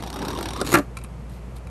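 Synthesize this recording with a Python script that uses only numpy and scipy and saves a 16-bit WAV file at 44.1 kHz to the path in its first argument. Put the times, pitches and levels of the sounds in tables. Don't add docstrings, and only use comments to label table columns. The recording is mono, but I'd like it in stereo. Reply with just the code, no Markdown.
import sys
import numpy as np
from scipy import signal
from scipy.fft import rfft, irfft, next_fast_len
from scipy.io import wavfile
from scipy.ndimage import uniform_filter1d, map_coordinates

SR = 44100
rng = np.random.default_rng(int(sys.argv[2]) if len(sys.argv) > 2 else 0)


def store_wav(level_fs):
    pcm = np.round(np.clip(np.atleast_2d(level_fs), -1, 1) * 32767)
    wavfile.write(sys.argv[1], SR, pcm.T.astype(np.int16))


N = 74970
T = np.arange(N) / SR

# frequency in Hz, rms level in dB.
HUM_TONES = [(58.6, -38), (122, -50)]

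# frequency in Hz, relative level in dB.
AIR_COLOUR = [(25, -32), (45, -6.5), (135, -0.5), (200, -5.5), (280, -16), (520, -13.5), (700, -18.5),
              (1150, -22), (1700, -29.5), (2400, -30), (3800, -39.5), (7000, -41.5), (11800, -44),
              (13000, -109)]
SNAP_COLOUR = [(2500, -1), (6500, -9), (9000, 6), (11400, 6), (12800, -32), (14000, -45)]
HOLLOW_COLOUR = [(600, -22), (1100, 13), (1900, -3), (2500, 2), (3300, -4), (4100, -1.5), (7500, -5),
                 (13000, -35)]
RUB_COLOUR = [(300, 9.5), (1200, 3.5), (3400, -0.5), (4200, 3.5), (5200, -4), (9000, -3), (11800, 1.5),
              (13200, -24), (16000, -27)]
DRONE_COLOUR = [(45, -30), (75, -3), (130, -8), (200, -1), (290, 1), (380, 2), (480, -6.5), (620, -13),
                (1000, -65)]
GRIT_COLOUR = [(300, -26), (600, -7), (850, -14.5), (1250, -8.5), (2200, -13.5), (3800, -13), (7000, -23.5),
               (11800, -26), (13200, -50)]
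SCUFF_COLOUR = [(300, 1.5), (700, 13.5), (1400, 6), (2200, -1), (3600, 4), (6200, -4), (7200, -10),
                (9200, -2), (12100, -5.5), (13400, -51)]
SHELL_COLOUR = [(40, -23), (150, -5), (350, 3.5), (500, -4.5), (1250, -4.5), (1900, -3.5), (2150, -8),
                (2450, -5), (3050, -12), (3450, -24), (8000, -61)]
CRACK_COLOUR = [(500, -31), (1200, 11.5), (2500, 1.5), (4200, 3), (7000, -1), (9200, 2.5), (11800, 1),
                (13200, -20), (15500, -26)]

# frequency in Hz, relative level in dB.
BOWL_MODES = [(584, -4), (666, -6), (729, -6), (1160, 0), (1227, -4), (1367, -1), (1474, -5), (1657, -4),
              (1801, -4)]
TOP_MODES = [(3760, 6), (5680, 5)]
PART_MODES = [(1070, 3.5), (1350, -0.5), (2370, 4.5), (2595, 1.5), (3900, -4)]

# time in seconds, snap level in dB, body level in dB.
PART_CLICKS = [(0.9702, -32, -28.5), (.974, -43, -35.5), (0.9878, -45, -37.5), (1.015, -52, -41),
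               (1.0389, -33.5, -59), (1.046, -42, -39), (1.297, -45.5, -61), (1.5657, -46.5, -60),
               (1.5842, -47, -56), (1.6711, -48, -40.5)]
# start in seconds, pitch in Hz, T60 in seconds, level in dB.
HAND_BUMPS = [(0.742, 112, 0.12, -22), (1.043, 178, 0.023, -26)]
# time in seconds, level in dB.
HAND_RUSTLE = [(1.28, -69), (1.30, -56), (1.36, -53.5), (1.42, -66), (1.55, -62), (1.568, -45.5),
               (1.60, -76)]
RIM_SCRAPE = [(.645, -41), (.662, -32), (.69, -34), (.70, -32), (.708, -35), (.718, -26), (.738, -30),
              (.765, -49), (.795, -36.5), (.805, -70)]
# time in seconds, drone level in dB, relative midrange in dB.
ROLL_LEVELS = [(0, -37.5, -39.5), (.14, -41.5, -44), (.22, -30.5, -38), (.33, -32, -37.5),
               (.42, -33.5, -38), (.50, -37.5, -41.5), (.55, -42, -38.5), (.595, -35, -33.5),
               (.64, -34, -44.5), (.71, -32, -49)]
# time in seconds, pitch in Hz.
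PANEL_PITCH = [(0, 797.3), (.26, 880), (.33, 1060), (.40, 850), (.50, 750.3), (.53, 1080), (.61, 1156)]
# time in seconds, pitch in Hz, level in dB.
HIGH_PANEL = [(.10, 1100, -53.5), (.27, 1330, -45), (.39, 1415, -63), (.46, 1537, -47), (.53, 1660, -64)]
# start in seconds, relative level in dB.
TIP_SKIPS = [(0.024, -34), (0.0364, -31.5), (0.063, -33.5), (0.074, -31.5), (0.128, -32), (0.14, -31),
             (.160, -29), (0.168, -37), (0.19, -28.5), (0.218, -30), (0.225, -33), (0.25, -31),
             (0.255, -36), (0.2637, -46), (0.2831, -24.5), (0.304, -30), (0.311, -31), (0.3315, -32.5),
             (0.35, -33.5), (0.374, -31), (0.3877, -29.5), (0.4278, -26.5), (0.4567, -25), (0.4869, -25),
             (0.5066, -28.5), (0.5344, -28), (0.5624, -29.5), (0.5745, -33), (0.602, -30.5)]
# start in seconds, relative level in dB, contact bandwidth in Hz, crack level in dB.
BOWL_KNOCKS = [(.102, -36.5, 900, -27), (0.41, -31.5, 895, -28.5), (0.614, -18, 540, -19),
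               (.7245, -18, 950, -28), (0.7405, -8, 3500, -11), (.7464, -11, 2200, -14.5),
               (0.7536, -13, 2530, -17), (0.7674, -19, 1780, -29), (0.7743, -17, 1460, -27.5),
               (0.7862, -19, 795, -28), (.7945, -19, 377, -58)]
# time in seconds, pitch in Hz.
THUD_PITCH = [(.72, 386.7), (.75, 347), (.775, 295.4), (.82, 274)]

# frequency in Hz, left-right likeness from 0 to 1.
LIKENESS = [(100, .99), (350, .95), (700, .6), (1200, .85), (4500, .6), (9000, .85)]
# frequency in Hz, lead of the left in radians.
STEREO_PHASE = [(500, 0), (850, -.4), (1300, 0), (3000, .55), (7000, .2), (7800, .6), (8900, 0),
                (10300, -3.1), (11900, -6.25)]
# frequency in Hz, left minus right in dB.
STEREO_BALANCE = [(450, 0), (720, 4.5), (1200, -1.5), (2200, 1), (5000, 1.5), (6500, 0)]

BOWL_T60_S, TOP_T60_S, PARTS_T60_S = .065, .055, .032
BAND_LIMIT_HZ = 15900


def amp(db):
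    return 10 ** (np.asarray(db) / 20)


def unit(x):
    return x / np.sqrt(np.mean(x ** 2) + 1e-20)


def along(points, hz):
    freqs, values = np.transpose(points)
    return np.interp(np.log(hz + 1), np.log(freqs + 1), values)


def curves(rows):
    times, *columns = np.transpose(rows)
    return [np.interp(T, times, column) for column in columns]


def wobble(rate):
    return map_coordinates(rng.standard_normal(int(N * rate / SR) + 4), [T * rate])


def filtered(x, response):
    size = next_fast_len(N + SR // 8, True)
    return irfft(rfft(x, size) * response(np.fft.rfftfreq(size, 1 / SR)), size)[..., :N]


def spread(pair, side_db=0):
    def weights(hz):
        angle = np.arccos(np.clip(along(LIKENESS, hz), -1, 1)) / 2
        return np.array([np.cos(angle), amp(side_db) * np.sin(angle)])
    mid, side = filtered(pair, weights)
    return np.array([mid + side, mid - side])


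def noise(colour, side_db=2):
    pair = filtered(rng.standard_normal((2, N)), lambda hz: amp(along(colour, hz)))
    return unit(spread(pair, side_db))


def patchy(x, depth_db=3):
    spectrum = signal.stft(x, nperseg=256)[2]
    patches = uniform_filter1d(rng.standard_normal(spectrum.shape[1:]), size=4, axis=0)
    patches = unit(uniform_filter1d(patches, size=7, axis=1))
    return unit(signal.istft(spectrum * amp(depth_db * patches), nperseg=256)[1][:, :N])


def burst(s, rise, t60):
    return np.exp(np.minimum(T - s, 0) / rise - np.log(1000) * np.maximum(T - s, 0) / t60)


def softened(hz, contact_hz):
    return -10 * np.log10(1 + (hz / contact_hz) ** 4)


def ring(modes, t60, s, contact_hz=BAND_LIMIT_HZ):
    hz, db = np.transpose(modes)[:, :, None]
    start = int(s * SR)
    t = np.maximum(T[start:start + SR // 7] - s, 0)
    signs = (-1) ** np.arange(len(hz))[:, None]
    gain = signs * amp(db + softened(hz, contact_hz) + rng.standard_normal(hz.shape))
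    tones = np.sum(gain * np.sin(2 * np.pi * hz * t), axis=0)
    out = np.zeros(N)
    out[start:start + len(t)] = tones * np.exp(-np.log(1000) * t / t60)
    return out / np.linalg.norm(gain)


def rubbed(hz, width_hz):
    drive = wobble(2 * width_hz) + 1j * wobble(2 * width_hz)
    phase = 2 * np.pi * np.cumsum(hz * np.ones(N)) / SR
    return unit(np.real(drive * np.exp(1j * phase)))


def room_tone(air_db=-39.5, waver_db=.5, drift_rad=.08):
    hum = 0
    for hz, db in HUM_TONES:
        peak = np.sqrt(2) * amp(db + waver_db * wobble(6.5))
        hum += peak * np.sin(2 * np.pi * hz * T + drift_rad * wobble(6.6))
    return hum + amp(air_db) * noise(AIR_COLOUR, side_db=7)


def room_tail(x, t60=.18):
    tail = rng.standard_normal((2, SR // 2)) * np.exp(-np.log(1000) * T[:SR // 2] / t60)
    tail /= np.linalg.norm(tail[0])
    return spread(signal.fftconvolve(x.mean(axis=0)[None], tail, axes=1)[:, :N])


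def handling():
    snap = noise(SNAP_COLOUR)
    hollow = amp(-2) * noise(HOLLOW_COLOUR, side_db=7)
    clicks = 0
    for s, snap_db, body_db in PART_CLICKS:
        clicks += (amp(snap_db) * snap + amp(body_db) * hollow) * burst(s, rise=.00038, t60=.021)
        clicks += amp(body_db) * ring(PART_MODES, PARTS_T60_S, s)
    bumps = sum(amp(db) * ring([(hz, 0)], t60, s) for s, hz, t60, db in HAND_BUMPS)
    rustle = noise(RUB_COLOUR) * amp(curves(HAND_RUSTLE)[0])
    return clicks + bumps + rustle


def scraping(rough_db=4, squeak_db=-9):
    level_db, = curves(RIM_SCRAPE)
    squeak = amp(squeak_db + level_db - level_db.max()) * rubbed(hz=6950, width_hz=300)
    touching = (T > RIM_SCRAPE[0][0]) & (T < RIM_SCRAPE[-1][0])
    return (noise(RUB_COLOUR) + squeak) * amp(level_db + rough_db * wobble(300)) * touching


def rolling(rough_db=2, end_s=.701, release_s=.049):
    drone_db, mid_db = curves(ROLL_LEVELS)
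    high_hz, high_db = curves(HIGH_PANEL)
    panels = amp(mid_db - 1) * rubbed(curves(PANEL_PITCH)[0], width_hz=160)
    panels += amp(high_db) * rubbed(high_hz, width_hz=160)
    grit = amp(mid_db - 6) * patchy(noise(GRIT_COLOUR))
    contact = amp(rough_db * wobble(170.2)) * np.clip((end_s - T) / release_s + 1, 0, 1)
    drone = amp(drone_db) * noise(DRONE_COLOUR)
    return contact * (drone + grit + panels)


def ticking(bite_s=.0011, grain_db=3.2, scuff_db=1.5, top_db=-8.5, bowl_db=-17):
    grains = unit(patchy(noise(SCUFF_COLOUR)) * amp(grain_db * wobble(2200)))
    out = 0
    for s, db in TIP_SKIPS:
        out += amp(db + scuff_db) * grains * burst(s + bite_s, rise=.0013, t60=.027)
        out += amp(db + top_db) * ring(TOP_MODES, TOP_T60_S, s)
        out += amp(db + bowl_db) * ring(BOWL_MODES, BOWL_T60_S, s)
    return out


def knocking(rise_s=.00056, flex_s=.00097, shell_db=-1.5, bowl_db=-2.5, top_db=-24, thud_db=1.5):
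    crack = patchy(noise(CRACK_COLOUR))
    out = thud_energy = 0
    for s, db, contact_hz, crack_db in BOWL_KNOCKS:
        colour = [(hz, level + softened(hz, contact_hz)) for hz, level in SHELL_COLOUR]
        out += amp(crack_db) * crack * burst(s, rise_s, t60=.021)
        out += amp(db + shell_db) * noise(colour, side_db=-13) * burst(s + flex_s, rise_s, t60=.061)
        out += amp(db + bowl_db) * ring(BOWL_MODES, BOWL_T60_S, s, contact_hz)
        out += amp(crack_db + top_db) * ring(TOP_MODES, TOP_T60_S, s)
        thud_energy += (amp(db + thud_db) * burst(s + flex_s, rise_s, t60=.07)) ** 2
    thud_phase = 2 * np.pi * np.cumsum(curves(THUD_PITCH)[0]) / SR
    return out + np.sqrt(thud_energy) * np.sin(thud_phase)


def scene(tail_db=-12.5):
    toy = rolling() + ticking() + knocking() + scraping() + handling()
    return toy + amp(tail_db) * room_tail(toy) + room_tone()


def record(dry, ceiling=.8):
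    sides = np.array([[.5], [-.5]])
    def left_right(hz):
        return amp(sides * along(STEREO_BALANCE, hz)) * np.exp(1j * sides * along(STEREO_PHASE, hz))
    x = filtered(dry, left_right)
    rounded = x / (1 + (x / ceiling) ** 6) ** (1 / 6)
    return filtered(rounded, lambda hz: hz < BAND_LIMIT_HZ)


dry = scene()
out = record(dry)
store_wav(out)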